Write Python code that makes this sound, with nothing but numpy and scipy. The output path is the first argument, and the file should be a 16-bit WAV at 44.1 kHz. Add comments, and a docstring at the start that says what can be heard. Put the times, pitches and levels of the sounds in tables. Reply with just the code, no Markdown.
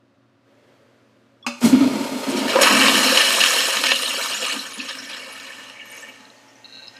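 """A toilet flushes in a small tiled restroom, heard by one microphone just above the bowl.
Air noise and a faint hum last throughout; the inlet hisses, the lever ticks and the valve clacks open.
A jet under water gulps and booms, then breaks the surface and sprays the emptied bowl: filtered noise and drops.
The rush dies away in slaps, spits and trickles, and the last foam fizzes out in ringing bubbles.
Meanwhile the tank starts to refill, the handle creaks back in stick and slip, and the inlet begins to sing."""
import sys
import numpy as np
from scipy import signal
from scipy.fft import rfft, irfft
from scipy.io import wavfile
from scipy.ndimage import uniform_filter1d

SR = 44100
rng = np.random.default_rng(int(sys.argv[2]) if len(sys.argv) > 2 else 0)


def to_wav(s):
    """Save 16-bit WAV."""
    ch = np.atleast_2d(s).T  # columns
    pcm = np.round(np.clip(ch, -1, 1) * 32767)  # PCM
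    wavfile.write(sys.argv[1], SR, pcm.astype(np.int16))


N = 308518
TIME = np.arange(N) / SR
HZ = np.fft.rfftfreq(8192, 1 / SR)


def amp(db):
    """Decibels to gain."""
    return 10 ** (np.asarray(db) / 20)


def evened(x):
    """Scales to an rms of one."""
    return x / np.sqrt(np.mean(x ** 2) + 1e-20)


def read(points, hz):
    """Reads a curve over frequency, joined on a log-frequency axis."""
    f, value = np.transpose(points)
    return np.interp(np.log(hz + 1), np.log(f + 1), value)


def level_curve(rows):
    """A level in dB at every sample; outside its span it drops by 400 dB per second."""
    s, level_db = np.transpose(rows)
    outside = np.maximum(s[0] - TIME, 0) + np.maximum(TIME - s[-1], 0)
    return np.interp(TIME, s, level_db) - 400 * outside


def add(mix, s, sound):
    """Mixes a sound in at a time."""
    part = mix[round(s * SR):][:len(sound)]
    part += sound[:len(part)]


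def wander(per_s):
    """Smooth random curve with an rms of one."""
    coarse = TIME[::32]
    hz = np.fft.rfftfreq(len(coarse), coarse[1])
    spectrum = rfft(rng.standard_normal(len(coarse))) / (1 + (hz / per_s) ** 4)
    return evened(np.interp(TIME, coarse, irfft(spectrum, len(coarse))))


def swell(start, length, rise_s, fall_s):
    """Attack, hold and release, from 0 to 1."""
    t = TIME - start
    return np.clip(t / rise_s, 0, 1) * np.exp(-np.clip((t - length) / fall_s, 0, 40))


def band(x, lo_hz, hi_hz):
    """Band-pass."""
    sos = signal.butter(4, [lo_hz, min(hi_hz, SR / 2 - 1)], "band", fs=SR, output="sos")
    return signal.sosfilt(sos, x)


def colour(x, spectrum, bumps=()):
    """Causal filter of unit energy: a broad spectrum with resonances that ring after each click."""
    db = read(spectrum, HZ) + sum(d / (1 + (2 * (HZ - f) / w) ** 2) for f, w, d in bumps)
    log_gain = np.log(amp(np.maximum(db, -100)))
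    # minimum phase: the Hilbert transform of the log gain gives the phase
    mirrored = np.r_[log_gain, log_gain[-2:0:-1]]
    taps = np.fft.ifft(np.exp(np.conj(signal.hilbert(mirrored)))).real[:len(HZ)]
    return signal.oaconvolve(x, taps / np.linalg.norm(taps))[:len(x)]


def resonate(x, modes):
    """Parallel resonances with steep skirts, each evened before its level is set."""
    out = 0
    for f, w, db in modes:
        sos = signal.butter(2, [f - w / 2, f + w / 2], "band", fs=SR, output="sos")
        out = out + amp(db) * evened(signal.sosfilt(sos, x))
    return out


def ring(modes, rise_s):
    """Dying modes of a struck part, with a peak of one."""
    t = TIME[:SR // 4]
    x = sum(amp(db - 60 * t / t60) * np.sin(2 * np.pi * f * t) for f, db, t60 in modes)
    x = x * (1 - np.exp(-(t / rise_s) ** 2))
    return x / abs(x).max()


def burst(decay_s):
    """A puff of noise with a sudden start, rounded to stay below one half."""
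    t = TIME[:SR // 4]
    return np.tanh(rng.standard_normal(len(t))) * np.exp(-t / decay_s) / 2


def drops(per_s, spread_db):
    """Random impacts, many small and a few large."""
    own = np.random.default_rng(rng.integers(2 ** 31))
    when, sign, size = own.random((max(int(per_s * N / SR), 1), 3)).T
    height = np.sign(sign - .5) * amp(spread_db * np.minimum(-np.log(1 - size), 4))
    return evened(np.bincount((when * N).astype(int), height, N))


def bubbles(per_s, lo_hz, hi_hz, cycles, spread_db, count=28):
    """Each bubble rings for some cycles, its pitch rising as it nears the surface."""
    out = np.zeros(N)
    for hz in np.geomspace(lo_hz, hi_hz, count):
        u = TIME[:int(5 * cycles / hz * SR)] * hz / cycles
        chirp = np.exp(-u) * np.sin(2 * np.pi * cycles * u * (1 + 0.0177 * u))
        chirp = evened(chirp) / np.sqrt(len(u)) * np.sqrt(hz)
        out += signal.oaconvolve(drops(per_s / count, spread_db), chirp)[:N]
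    return evened(out)


def churn(x, depth_db, span_s, span_hz):
    """Clusters of bubbles come and go, each lifting its own patch of the spectrum."""
    hz, t, z = signal.stft(x, SR, nperseg=256, noverlap=192)
    field = rng.standard_normal(z.shape)
    for axis, reach in enumerate([span_hz / hz[1], span_s / t[1]]):
        bell = np.exp(-(np.arange(-48, 49) / reach) ** 2)
        field = signal.fftconvolve(field, np.expand_dims(bell, 1 - axis), "same")
    depth = np.interp(t, TIME, depth_db * np.ones(N))
    lift = amp(depth * np.clip(evened(field), -2, 2.5))
    lift = lift / np.exp(np.log(amp(depth)) ** 2)  # keeps the mean power about even
    return signal.istft(z * lift, SR, nperseg=256, noverlap=192)[1][:N]


# Decay of the tiled room: (frequency [Hz], t60 [s])
ROOM_DECAY = [(150, 0.43), (600, 0.46), (3000, 0.59), (8000, 0.68), (15000, 0.3)]


def room(x, wet_db):
    """Adds the tiles' reflections, each band dying at its own speed; the power stays about the same."""
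    taps = rng.standard_normal(SR // 2) * (rng.random(SR // 2) < 3000 / SR) * (TIME[:SR // 2] > .004)
    hz, t, z = signal.stft(taps, SR, nperseg=256)
    decay = amp(-60 * t / read(ROOM_DECAY, hz)[:, None])
    tail = signal.istft(z * decay, SR, nperseg=256)[1]
    wet = signal.oaconvolve(x, tail / np.linalg.norm(tail))[:N]
    return (x + amp(wet_db) * wet) / np.sqrt(1 + amp(wet_db) ** 2)


# Hum tones: (frequency [Hz], rms level [dB])
HUM_TONES = [(120, -68.5), (222, -72.5), (275, -66), (356, -73)]
# Spectrum of the air noise: (frequency [Hz], relative density [dB per Hz])
AIR_COLOUR = [(40, -70), (70, -15), (110, 0.5), (160, -13), (230, 2.5), (330, -3), (420, -13.5), (540, -2),
              (800, -14.5), (1300, -11), (2000, -18.5), (4000, -23.5), (8000, -37), (14000, -47)]
AIR_DB = -61.5


def ventilation():
    """Steady air noise with a faint hum that wavers in phase."""
    hum = sum(amp(db) * np.sqrt(2) * np.sin(2 * np.pi * hz * TIME + 0.48 * wander(per_s=3))
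              for hz, db in HUM_TONES)
    return hum + amp(AIR_DB) * room(colour(rng.standard_normal(N), AIR_COLOUR), wet_db=-6.5)


# Inlet hiss before and into the flush: (time [s], level [dB])
SEEP_LEVEL = [(.38, -81), (.48, -60.5), (.7, -57), (1, -60.5), (1.4, -64.5), (1.7, -63)]
# Its spectrum: (frequency [Hz], relative density [dB per Hz])
SEEP_COLOUR = [(50, -45), (150, -11), (260, -8), (580, -1.5), (800, -13.5), (1300, -12.5), (2000, -15.5),
               (5000, -25), (14000, -41)]
# Inlet hiss as the tank refills: (time [s], level [dB])
REFILL_LEVEL = [(5.3, -57.5), (6.1, -50.5), (6.6, -53), (6.8, -50.5), (7, -51)]
# Its spectrum: (frequency [Hz], relative density [dB per Hz])
REFILL_COLOUR = [(90, -40), (150, -16), (220, -2), (330, -10.5), (540, 2), (900, -6.5), (1800, -6.5),
                 (2800, -7), (4000, -14.5), (5000, -14.5), (6500, -15.5), (8000, -20), (15000, -32)]
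# Resonances of the supply pipe: (frequency [Hz], width [Hz], lift [dB])
PIPE_MODES = [(270, 22, 11), (530, 50, -3), (865, 39, 11.5), (1670, 45, -8), (1850, 29, 12), (6200, 250, 9),
              (6800, 160, 7), (9650, 200, 0)]
# The inlet starts to sing as its pressure builds: (time [s], level [dB])
WHISTLE_LEVEL = [(6.5, -75), (6.66, -62), (6.8, -53), (6.92, -66), (6.97, -45), (7, -49)]
# Bands of the singing: (frequency [Hz], width [Hz], relative level [dB])
WHISTLE_MODES = [(1566, 43, 5), (1880, 29, 0), (2630, 590, 3)]


def inlet():
    """Noise of the supply pipe: a hiss before the flush, then a resonant hiss and singing in the refill."""
    seep = amp(level_curve(SEEP_LEVEL)) * colour(rng.standard_normal(N), SEEP_COLOUR)
    refill = amp(level_curve(REFILL_LEVEL)) * colour(rng.standard_normal(N), REFILL_COLOUR, PIPE_MODES)
    whistle = amp(level_curve(WHISTLE_LEVEL)) * evened(resonate(rng.standard_normal(N), WHISTLE_MODES))
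    return room(seep + refill + whistle, wet_db=-6.5)


# Main modes of the handle: (frequency [Hz], relative level [dB], t60 [s])
HANDLE_MODES = [(4200, 0, 0.026), (3925, 2, 0.022), (2720, -11, 0.046)]
# Creaks, the shortest mostly single slips:
# (start time [s], length [s], first level before trim and room [dB], upper mode against the main ones [dB])
CREAKS = [(6.193, .025, -47, -15), (6.251, .005, -40, -16), (6.2993, .005, -38.5, -23),
          (6.643, .013, -31.5, -32), (6.681, .035, -41.5, -18), (6.723, .042, -32, -25),
          (6.769, .04, -32.5, -29), (6.821, .043, -34, -26), (6.8704, .005, -33, -12),
          (6.8798, .005, -30, -4.5), (6.966, .005, -37, -5)]
SLIP_GAP_S, SLIP_JITTER = 0.0069, .15  # jitter: spread of the gap's natural log
SLIP_SPREAD_DB, SLIP_SAG_DB_PER_S = 1.5, 74


def handle():
    """The handle sticks and slips in uneven runs that weaken; each slip rings it briefly."""
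    out = np.zeros(N)
    main, upper = ring(HANDLE_MODES, rise_s=0.0019), ring([(5110, 0, 0.027)], rise_s=0.00066)
    for s, length, db, upper_db in CREAKS:
        t = 0
        for late, size in rng.standard_normal((12, 2)):
            if t < length:
                slip_db = db - SLIP_SAG_DB_PER_S * t + SLIP_SPREAD_DB * size
                add(out, s + t, amp(slip_db) * (main + amp(upper_db) * upper))
            t += SLIP_GAP_S * np.exp(SLIP_JITTER * late)
    return amp(1.0) * room(out, wet_db=-11.5)


# The lever ticks as it takes up its slack: (time [s], peak before the room [dB], pitch [Hz], t60 [s])
LEVER_TICKS = [(1.425, -56, 5440, .04), (1.426, -40.5, 3380, 0.096), (1.445, -39, 1120, 0.11)]
# The valve snaps open: (time [s], gain [dB])
CLACK = (1.4645, -8.5)
# Ringing modes of the tank: (frequency [Hz], relative level [dB], t60 [s])
CLACK_MODES = [(242, 7, 0.12), (575, -14, 0.21), (833, -3, 0.071), (1210, -6, 0.13), (2650, -2, 0.14),
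               (2630, -7, 0.11), (3585, -15, 0.13), (4070, -17, 0.16), (5006, -10, 0.098), (6939, -23, .13)]
# Spectrum of the snap: (frequency [Hz], relative density [dB per Hz])
CLACK_COLOUR = [(59, -48), (100, -22), (222, -6), (443, -12), (1210, -8), (2090, -15), (2580, -5),
                (3760, -25), (4180, -12.5), (6760, -17), (15000, -41)]


def valve():
    """The lever ticks, then the valve snaps open and rings the tank."""
    out = np.zeros(N)
    for s, db, hz, t60 in LEVER_TICKS:
        add(out, s, amp(db) * ring([(hz, 0, t60)], rise_s=0.0017))
    snap = colour(burst(decay_s=0.015), CLACK_COLOUR)
    tank = amp(-7.5) * ring(CLACK_MODES, rise_s=0.018)
    add(out, CLACK[0], amp(CLACK[1]) * (snap + tank))
    return room(out, wet_db=-7.5)


# The rim trickles into the trap as the rush fades: (time [s], level [dB])
TRICKLE_LEVEL = [(4.9, -50), (5.2, -43.5), (5.5, -41.5), (5.75, -45), (6.0, -40), (6.15, -49), (6.35, -83),
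                 (6.6, -64)]
# Its resonances: (frequency [Hz], width [Hz], relative level [dB])
TRICKLE_MODES = [(573, 110, -8), (1140, 450, -7), (1794, 120, 1.5), (2310, 99, -0.5), (2580, 530, 2.5),
                 (2805, 170, -1.5)]
# The last air fizzes out: (time [s], level [dB])
FIZZ_LEVEL = [(5.83, -72), (5.88, -54), (5.92, -49.5), (6.02, -44), (6.06, -64), (6.11, -79)]
# Its resonances: (frequency [Hz], width [Hz], relative level [dB])
FIZZ_MODES = [(5450, 500, -6), (6500, 500, -0.5), (7800, 1000, -3.5), (9150, 700, -2), (11600, 1100, -9)]


def last_water():
    """The rim trickles into the refilling trap, and a patch of foam bursts in tiny pings."""
    trickle = resonate(drops(per_s=1000, spread_db=2), TRICKLE_MODES)
    pings = bubbles(per_s=900, lo_hz=5200, hi_hz=12000, cycles=24, spread_db=2, count=20)
    foam = resonate(pings, FIZZ_MODES)
    trickle = evened(churn(trickle, depth_db=4.5, span_s=.011, span_hz=250))
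    foam = evened(churn(foam, depth_db=5, span_s=.006, span_hz=300))
    return room(amp(level_curve(TRICKLE_LEVEL)) * trickle + amp(level_curve(FIZZ_LEVEL)) * foam, wet_db=-13.0)


# Strength of the spray in the bowl, steering rush, trapway and spatter: (time [s], level [dB])
FLOW_LEVEL = [(2.25, -39.5), (2.48, -31.5), (2.6, -25), (2.63, -18.5), (2.97, -18.5), (3.55, -18.5),
              (3.8, -23), (4.08, -26.5), (4.52, -29.5), (4.72, -37), (5.1, -39.5), (5.66, -44), (5.8, -54),
              (6.0, -46), (6.5, -66)]
FULL_DB = -19.5  # the flow level that counts as full
SPATTER_S = (3.9, 5.7)  # the thinning spray throws light slaps and small spits between these times


def spatter(per_s, over_db, spread_db):
    """Chance events in the thinning spray, following the flow: rows (time [s], level [dB], chance 0-1)."""
    start, end = SPATTER_S
    count = max(int(per_s * (end - start)), 1)
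    own = np.random.default_rng(rng.integers(2 ** 31))
    when, size, chance = own.random((count, 3)).T
    s = start + when * (end - start)
    flow_db = np.interp(s, *np.transpose(FLOW_LEVEL))
    return zip(s, flow_db + over_db + spread_db * np.sqrt(12) * (size - .5), chance)


# Single spits, late drips and foam pings, and at 2.53 s and 2.565 s the brighter body of gulps: (time [s], peak
# before the room [dB], pitch [Hz])
SINGLE_SPITS = [(2.365, -25, 4360), (2.53, -17, 1250), (2.565, -11, 990), (4.143, -28, 526),
                (4.173, -24.5, 507), (4.239, -21, 3870), (4.345, -20.5, 6930), (4.42, -28.5, 512),
                (4.59, -20.5, 4000), (4.733, -30, 9500), (4.8, -19, 2580), (4.886, -29, 4150),
                (4.985, -27, 5450), (5.325, -37, 11000), (5.853, -47, 11700), (5.901, -38, 9000),
                (5.919, -39, 6640), (6.016, -38, 7760), (6.083, -50, 11900), (6.363, -49, 4400),
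                (6.48, -48, 5500), (6.555, -46, 5840)]
SMALL_SPITS_PER_S, SMALL_SPIT_DB, SMALL_SPIT_SPREAD_DB = 40, 2.5, 3  # dB against the flow, before tilt
SMALL_SPIT_HZ, SMALL_SPIT_TILT_DB = (2770, 11900), -7.5  # their range; the highest against the lowest


def spits():
    """Each spit is a knot of bubbles of nearly one size: a short puff of narrow-band noise."""
    out, t = np.zeros(N), TIME[:SR // 10]
    lo, hi = SMALL_SPIT_HZ
    small = [(s, db + SMALL_SPIT_TILT_DB * chance, lo * (hi / lo) ** chance)
             for s, db, chance in spatter(SMALL_SPITS_PER_S, SMALL_SPIT_DB, SMALL_SPIT_SPREAD_DB)]
    for s, db, hz in list(SINGLE_SPITS) + small:
        # the second half, once the resonance has built up
        knot = resonate(rng.standard_normal(len(t) * 2), [(hz, 5 * np.sqrt(hz), 0)])[len(t):]
        knot *= (1 - np.exp(-t / 0.0015)) * np.exp(-t / 0.017)
        add(out, s, amp(db) * knot / abs(knot).max())
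    return room(out, wet_db=-12)


# Single slaps of water on the porcelain, the heaviest in the full rush:
# (time [s], peak before trim and room [dB], gain of the body against the treble [dB])
SINGLE_SLAPS = [(2.558, -3.5, 18), (2.588, -9, 22), (2.611, -6, 10), (2.617, -5.5, 3), (2.631, 0, 3),
                (2.644, -4, 4), (2.711, -3.5, 18), (2.882, -0.5, 3), (3.173, -1, -14), (3.206, -5.5, -2),
                (3.305, -4.5, -6), (3.383, -10.5, 15), (3.405, -5.5, -9), (3.438, 0, -14), (3.704, -17, -7),
                (3.769, -7, -9), (3.837, -4, 1), (3.917, -2, 0.5), (4.031, -13, -23), (4.165, -13, -14),
                (4.451, -11.5, -10), (4.522, -15, -4), (4.908, -21, -7), (5.398, -24, -6),
                (5.698, -26.5, -3)]
# The jet breaks the surface and pushes a puff of air at the microphone:
# (time [s], peak before trim and room [dB])
PUFF = (2.608, -42)
SMALL_SLAPS_PER_S, SMALL_SLAP_BODY_DB = 9.4, -8
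SMALL_SLAP_DB, SMALL_SLAP_SPREAD_DB = 7, 2.5  # peak against the flow, before trim and room


def slaps():
    """Slugs of water hit the bowl as noise bursts, duller than the spray; a low puff meets the microphone."""
    out = np.zeros(N)
    light = spatter(SMALL_SLAPS_PER_S, SMALL_SLAP_DB, SMALL_SLAP_SPREAD_DB)
    rows = list(SINGLE_SLAPS) + [(s, db, SMALL_SLAP_BODY_DB) for s, db, _ in light]
    hits = np.concatenate([burst(decay_s=.005) for _ in rows])
    hits = colour(hits, RUSH_COLOUR, BOWL_MODES)
    bodies = band(hits, 255, 1470)
    tops = band(hits, 1120, 5720) + amp(-7.0) * band(hits, 8700, 11800)
    for (s, db, body_db), body, top in zip(rows, np.split(bodies, len(rows)), np.split(tops, len(rows))):
        slap = amp(body_db) * body + top
        add(out, s, amp(db) * slap / abs(slap).max())
    add(out, PUFF[0], amp(PUFF[1]) * ring([(38, 0, .09)], rise_s=.004))
    return amp(-1) * room(out, wet_db=-8)


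# Resonances of the trapway: (frequency [Hz], width [Hz], relative level [dB])
TRAP_MODES = [(266, 33, 0.5), (223.2, 27.7, -5), (169, 43, -20.5), (355.6, 14.5, -15.5)]
# The trapway swallows air and booms: (start time [s], length [s], starting level [dB])
BOOMS = [(1.616, 0.42, -17.5), (2.107, 0.056, -25.5), (2.264, .2, -21.5), (2.54, 0.14, -29.5),
         (2.696, .42, -20), (3.245, 0.21, -37.5), (3.75, .19, -39), (4.523, 0.038, -34), (4.761, 0.05, -37),
         (4.939, 0.16, -45.5), (6.186, .08, -55)]
BOOM_RISE_S, BOOM_FALL_S, BOOM_SAG_DB_PER_S = 0.022, 0.04, 18
MURMUR_DB, MURMUR_SLOPE = -45, 0.48  # rumble between booms at full flow; dB it loses for each dB of flow
# Large pockets of air gulp through the jet:
# (time [s], peak before the room [dB], nominal pitch [Hz], length [s])
GULPS = [(1.635, -6.5, 240.7, 0.0336), (1.687, -17, 232, 0.016), (1.725, -4.5, 268, 0.034),
         (1.803, -9, 277, 0.046), (1.853, -13.5, 274, 0.032), (2.55, -12, 528, 0.027),
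         (2.585, -11, 557, 0.0138), (2.606, -9.5, 560, 0.022), (4.534, -31, 276.6, 0.048)]


def trapway():
    """Trapped air rumbles and booms as it is swallowed; large pockets ring in swells that sag in pitch."""
    boom = resonate(rng.standard_normal(N), TRAP_MODES)
    boom = evened(boom / np.sqrt(uniform_filter1d(boom ** 2, size=3000) + 1e-6))  # steadies the noise
    murmur_db = MURMUR_DB + MURMUR_SLOPE * (level_curve(FLOW_LEVEL) - FULL_DB)
    power = amp(murmur_db + 2 * wander(per_s=7.7)) ** 2
    for s, length, db in BOOMS:
        sagging_db = db - BOOM_SAG_DB_PER_S * np.clip(TIME - s, 0, length)
        power += (amp(sagging_db) * swell(s, length, BOOM_RISE_S, BOOM_FALL_S)) ** 2
    out = boom * np.sqrt(power)
    for s, db, hz, length in GULPS:
        t = TIME[:int(length * SR)]
        tone = np.sin(2 * np.pi * hz * t * (1.04 - 0.052 * t / length))
        add(out, s, amp(db) * signal.windows.tukey(len(t), .55) * tone)
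    return room(out, wet_db=-14.5)


# The jet under water: (time [s], level before stir, spit and flutter [dB])
JET_LEVEL = [(1.606, -51), (1.619, -27.5), (1.67, -27.5), (1.9, -28), (2.2, -31), (2.32, -27.5),
             (2.58, -25)]
# Its spectrum: (frequency [Hz], relative density [dB per Hz])
JET_COLOUR = [(210, -19), (350, 3), (630, 3.5), (770, -8), (930, 1.5), (1080, -9.5), (1400, -9.5),
              (1900, -11.5), (2250, -8.5), (3500, -12.5), (4400, -16), (5600, -23.5), (12400, -31.5),
              (15000, -38)]
# The flooded trap colours the jet: (frequency [Hz], width [Hz], lift [dB])
FLOODED_MODES = [(920, 110, 1.5), (1254, 125, 9), (1426, 47, 7), (2170, 37, 6), (3300, 140, 3.5),
                 (4210, 120, 10), (4730, 72, 6), (5080, 150, 7.5), (5700, 170, 4.5), (7900, 73, 7)]
# The jet first spits out the air in the pipe: (start time [s], length [s], level before flutter [dB])
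AIR_SPIT = (1.618, 0.038, -25.5)
AIR_SPIT_RISE_S, AIR_SPIT_FALL_S, AIR_SPIT_BODY_DB = 0.035, 0.042, 1.5  # body: gain against the treble
JET_TREBLE_DB, GULP_STIR = -40.5, 2  # ceiling of its treble without spit; how much a gulp swells the jet


def jet():
    """Water forced in under the surface: a muffled hiss, bright while it spits air, and a rumble in the pipe."""
    level = amp(level_curve(JET_LEVEL))
    stir = 1 + GULP_STIR * sum(amp(db) ** 2 * swell(s, length, rise_s=0.0051, fall_s=0.0056)
                               for s, db, _, length in GULPS)
    spit_s, spit_length, spit_db = AIR_SPIT
    spit = amp(spit_db) * swell(spit_s, spit_length, AIR_SPIT_RISE_S, AIR_SPIT_FALL_S)
    water = rng.standard_normal(N) + 0.46 * drops(per_s=1200, spread_db=3.0)
    hiss = room(colour(water, JET_COLOUR, FLOODED_MODES), wet_db=-5.5)
    rumble = amp(-13.0) * evened(band(rng.standard_normal(N), 94, 195))
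    rumble = rumble * np.interp(TIME, [1.85, 2.2], [1, .25])
    body = evened(band(hiss, 263, 5660)) + rumble
    sound = body * np.hypot(level * stir, amp(AIR_SPIT_BODY_DB) * spit)
    treble = evened(band(hiss, 6100, 15000))
    sound += treble * np.hypot(np.minimum(level, amp(JET_TREBLE_DB)), spit)
    return sound * amp(-.5 + 0.88 * wander(per_s=45))


# Gushes of spray: (start time [s], length [s], lift of the middle [dB], lift of the mist [dB])
GUSHES = [(2.29, 0.028, -4, 13), (2.355, .04, 6, 8), (2.475, 0.032, 7, 6), (2.606, 0.021, 2.5, 9),
          (2.762, 0.064, 3.5, 0), (2.854, .035, 3, -1.5), (3.067, .035, 4, -1), (3.15, 0.079, 3.5, 0),
          (3.4, 0.064, 4, 0.5), (3.584, 0.022, 3, 0.5), (3.832, 0.06, 6, 1.5), (3.902, 0.019, 9, -3),
          (3.992, 0.027, 1, 2.5), (4.212, 0.053, 2.5, 4), (4.414, 0.035, 5.5, -1.5), (4.497, .025, 3, 0),
          (4.785, .03, 4, -5), (4.878, 0.029, 11.5, 1.5), (5.085, 0.073, 8, 0.5)]
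GUSH_RISE_S, GUSH_FALL_S, GUSH_BODY = 0.0093, 0.017, 0.28  # the last: share of the middle's lift for the body
BREAK_S = 2.61  # the jet breaks the surface
BODY_DB, BODY_SLOPE = -7, 0.79  # body against full flow; dB it loses for each dB of flow
PLUNGE_DB, PLUNGE_BEFORE_S, PLUNGE_AFTER_S = 10.5, 0.11, 0.5  # extra body as the jet plunges in the last water
# mist against the flow; its loss under water; its gain from loose drops
MIST_DB, MIST_COVERED_DB, MIST_LOOSE_DB = -6, -3, 3


def spray_levels(loose):
    """Levels in dB of the spray's body, middle and mist: all follow the flow and its gushes."""
    flow_db, since = level_curve(FLOW_LEVEL), TIME - BREAK_S
    gush_db, gush_mist_db = sum(np.outer(lifts, swell(s, length, GUSH_RISE_S, GUSH_FALL_S))
                                for s, length, *lifts in GUSHES)
    plunge = np.exp(-abs(since) / np.where(since < 0, PLUNGE_BEFORE_S, PLUNGE_AFTER_S))
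    body_db = FULL_DB + BODY_DB + BODY_SLOPE * (flow_db - FULL_DB)
    body_db = body_db + PLUNGE_DB * plunge + GUSH_BODY * gush_db
    mist_db = flow_db + MIST_DB + MIST_COVERED_DB * (since < 0) + MIST_LOOSE_DB * loose + gush_mist_db
    return body_db, flow_db + gush_db, mist_db


# Share of separate drops and bubbles in the spray: high at first, lower in the full rush,
# highest as it thins, then none: (time [s], share [0-1])
LOOSE_SHARE = [(2.3, 0.62), (2.7, 0.29), (3.8, 0.43), (4.1, 0.74), (4.6, 0.6), (5.1, 0.55), (5.6, 0.4),
               (6.3, 0)]
# Spectrum of the spray: (frequency [Hz], relative density [dB per Hz])
RUSH_COLOUR = [(150, -35), (330, -8), (450, -8.5), (700, -5.5), (1100, -7), (1900, -7.5), (2900, 1),
               (4200, -1.75), (6000, -18), (8500, -11.5), (11000, -20), (13500, -25.5), (15000, -27.5)]
# Air resonances of the bowl and the dips between them: (frequency [Hz], width [Hz], lift [dB])
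BOWL_MODES = [(404, 160, -5.5), (547.4, 59, 10), (612, 84, -7), (790, 163, -10), (1264, 160, 8.5),
              (1390, 444, -10.5), (1507, 37, 6), (1772, 250, 5), (2056, 192, -10), (2296, 58, 3.5),
              (2380, 110, -3.5), (2547, 32, -8.5), (2630, 45, -2), (3340, 400, -5), (3632, 400, -9.0),
              (4540, 40, 5), (4590, 650, -10), (5220, 200, 3), (5620, 190, 5), (6620, 320, 6),
              (7100, 93, -1.5), (7850, 52, -10), (8060, 98, 6), (8520, 620, -7), (9800, 66, -21),
              (13570, 333, 5)]
# the finest mist: above this pitch; its gain at full flow; extra dB lost for each dB of flow
FINE_HZ, FINE_DB, FINE_SLOPE = 9300, 1.5, 0.19


def rush():
    """An even sheet of spray and clusters of loose drops and bubbles excite the bowl in changing shares."""
    loose = np.interp(TIME, *np.transpose(LOOSE_SHARE))
    body_db, middle_db, mist_db = spray_levels(loose)
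    sheet = evened(rng.standard_normal(N) + amp(-2.5) * drops(per_s=1200, spread_db=3.5))
    beads = bubbles(per_s=1300, lo_hz=445.4, hi_hz=12406, cycles=17.6, spread_db=2.0)
    beads = evened(beads + drops(per_s=700, spread_db=2.0))
    spray = np.sqrt(1 - loose) * sheet + np.sqrt(loose) * beads
    spray = spray * amp(1.07 * wander(per_s=60))
    spray = churn(spray, depth_db=1.3 + 6 * loose ** 2, span_s=.008, span_hz=240)
    water = room(colour(spray, RUSH_COLOUR, BOWL_MODES), wet_db=-6.5)
    body = amp(body_db + wander(per_s=6.7)) * evened(band(water, 335, 1710))
    middle = amp(middle_db + .5 * wander(per_s=9.9)) * evened(band(water, 1500, 5480))
    mist = evened(band(water, 5070, 15000))
    fine = signal.sosfiltfilt(signal.butter(4, FINE_HZ, "high", fs=SR, output="sos"), mist)
    fine_db = FINE_DB + FINE_SLOPE * (level_curve(FLOW_LEVEL) - FULL_DB)
    mist = amp(mist_db) * (mist - fine + amp(fine_db) * fine)
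    return amp(-2.02) * (body + middle + mist)


def scene():
    """All sources at one microphone."""
    surroundings = ventilation() + inlet() + handle() + valve()
    water = last_water() + spits() + slaps() + trapway() + jet() + rush()
    return (surroundings + water)[None]


EDGE_HZ = 15400  # upper band limit


def record(dry):
    """The loudest peaks are rounded off; then the bass cut and the band limit."""
    rounded = dry / (1 + (dry / .93) ** 8) ** (1 / 8)
    rounded = signal.sosfilt(signal.butter(2, 40, "high", fs=SR, output="sos"), rounded)
    low_pass = signal.firwin(511, EDGE_HZ, window=("kaiser", 9), fs=SR)
    return signal.oaconvolve(rounded, low_pass[None], "same")


dry = scene()
out = record(dry)
to_wav(out)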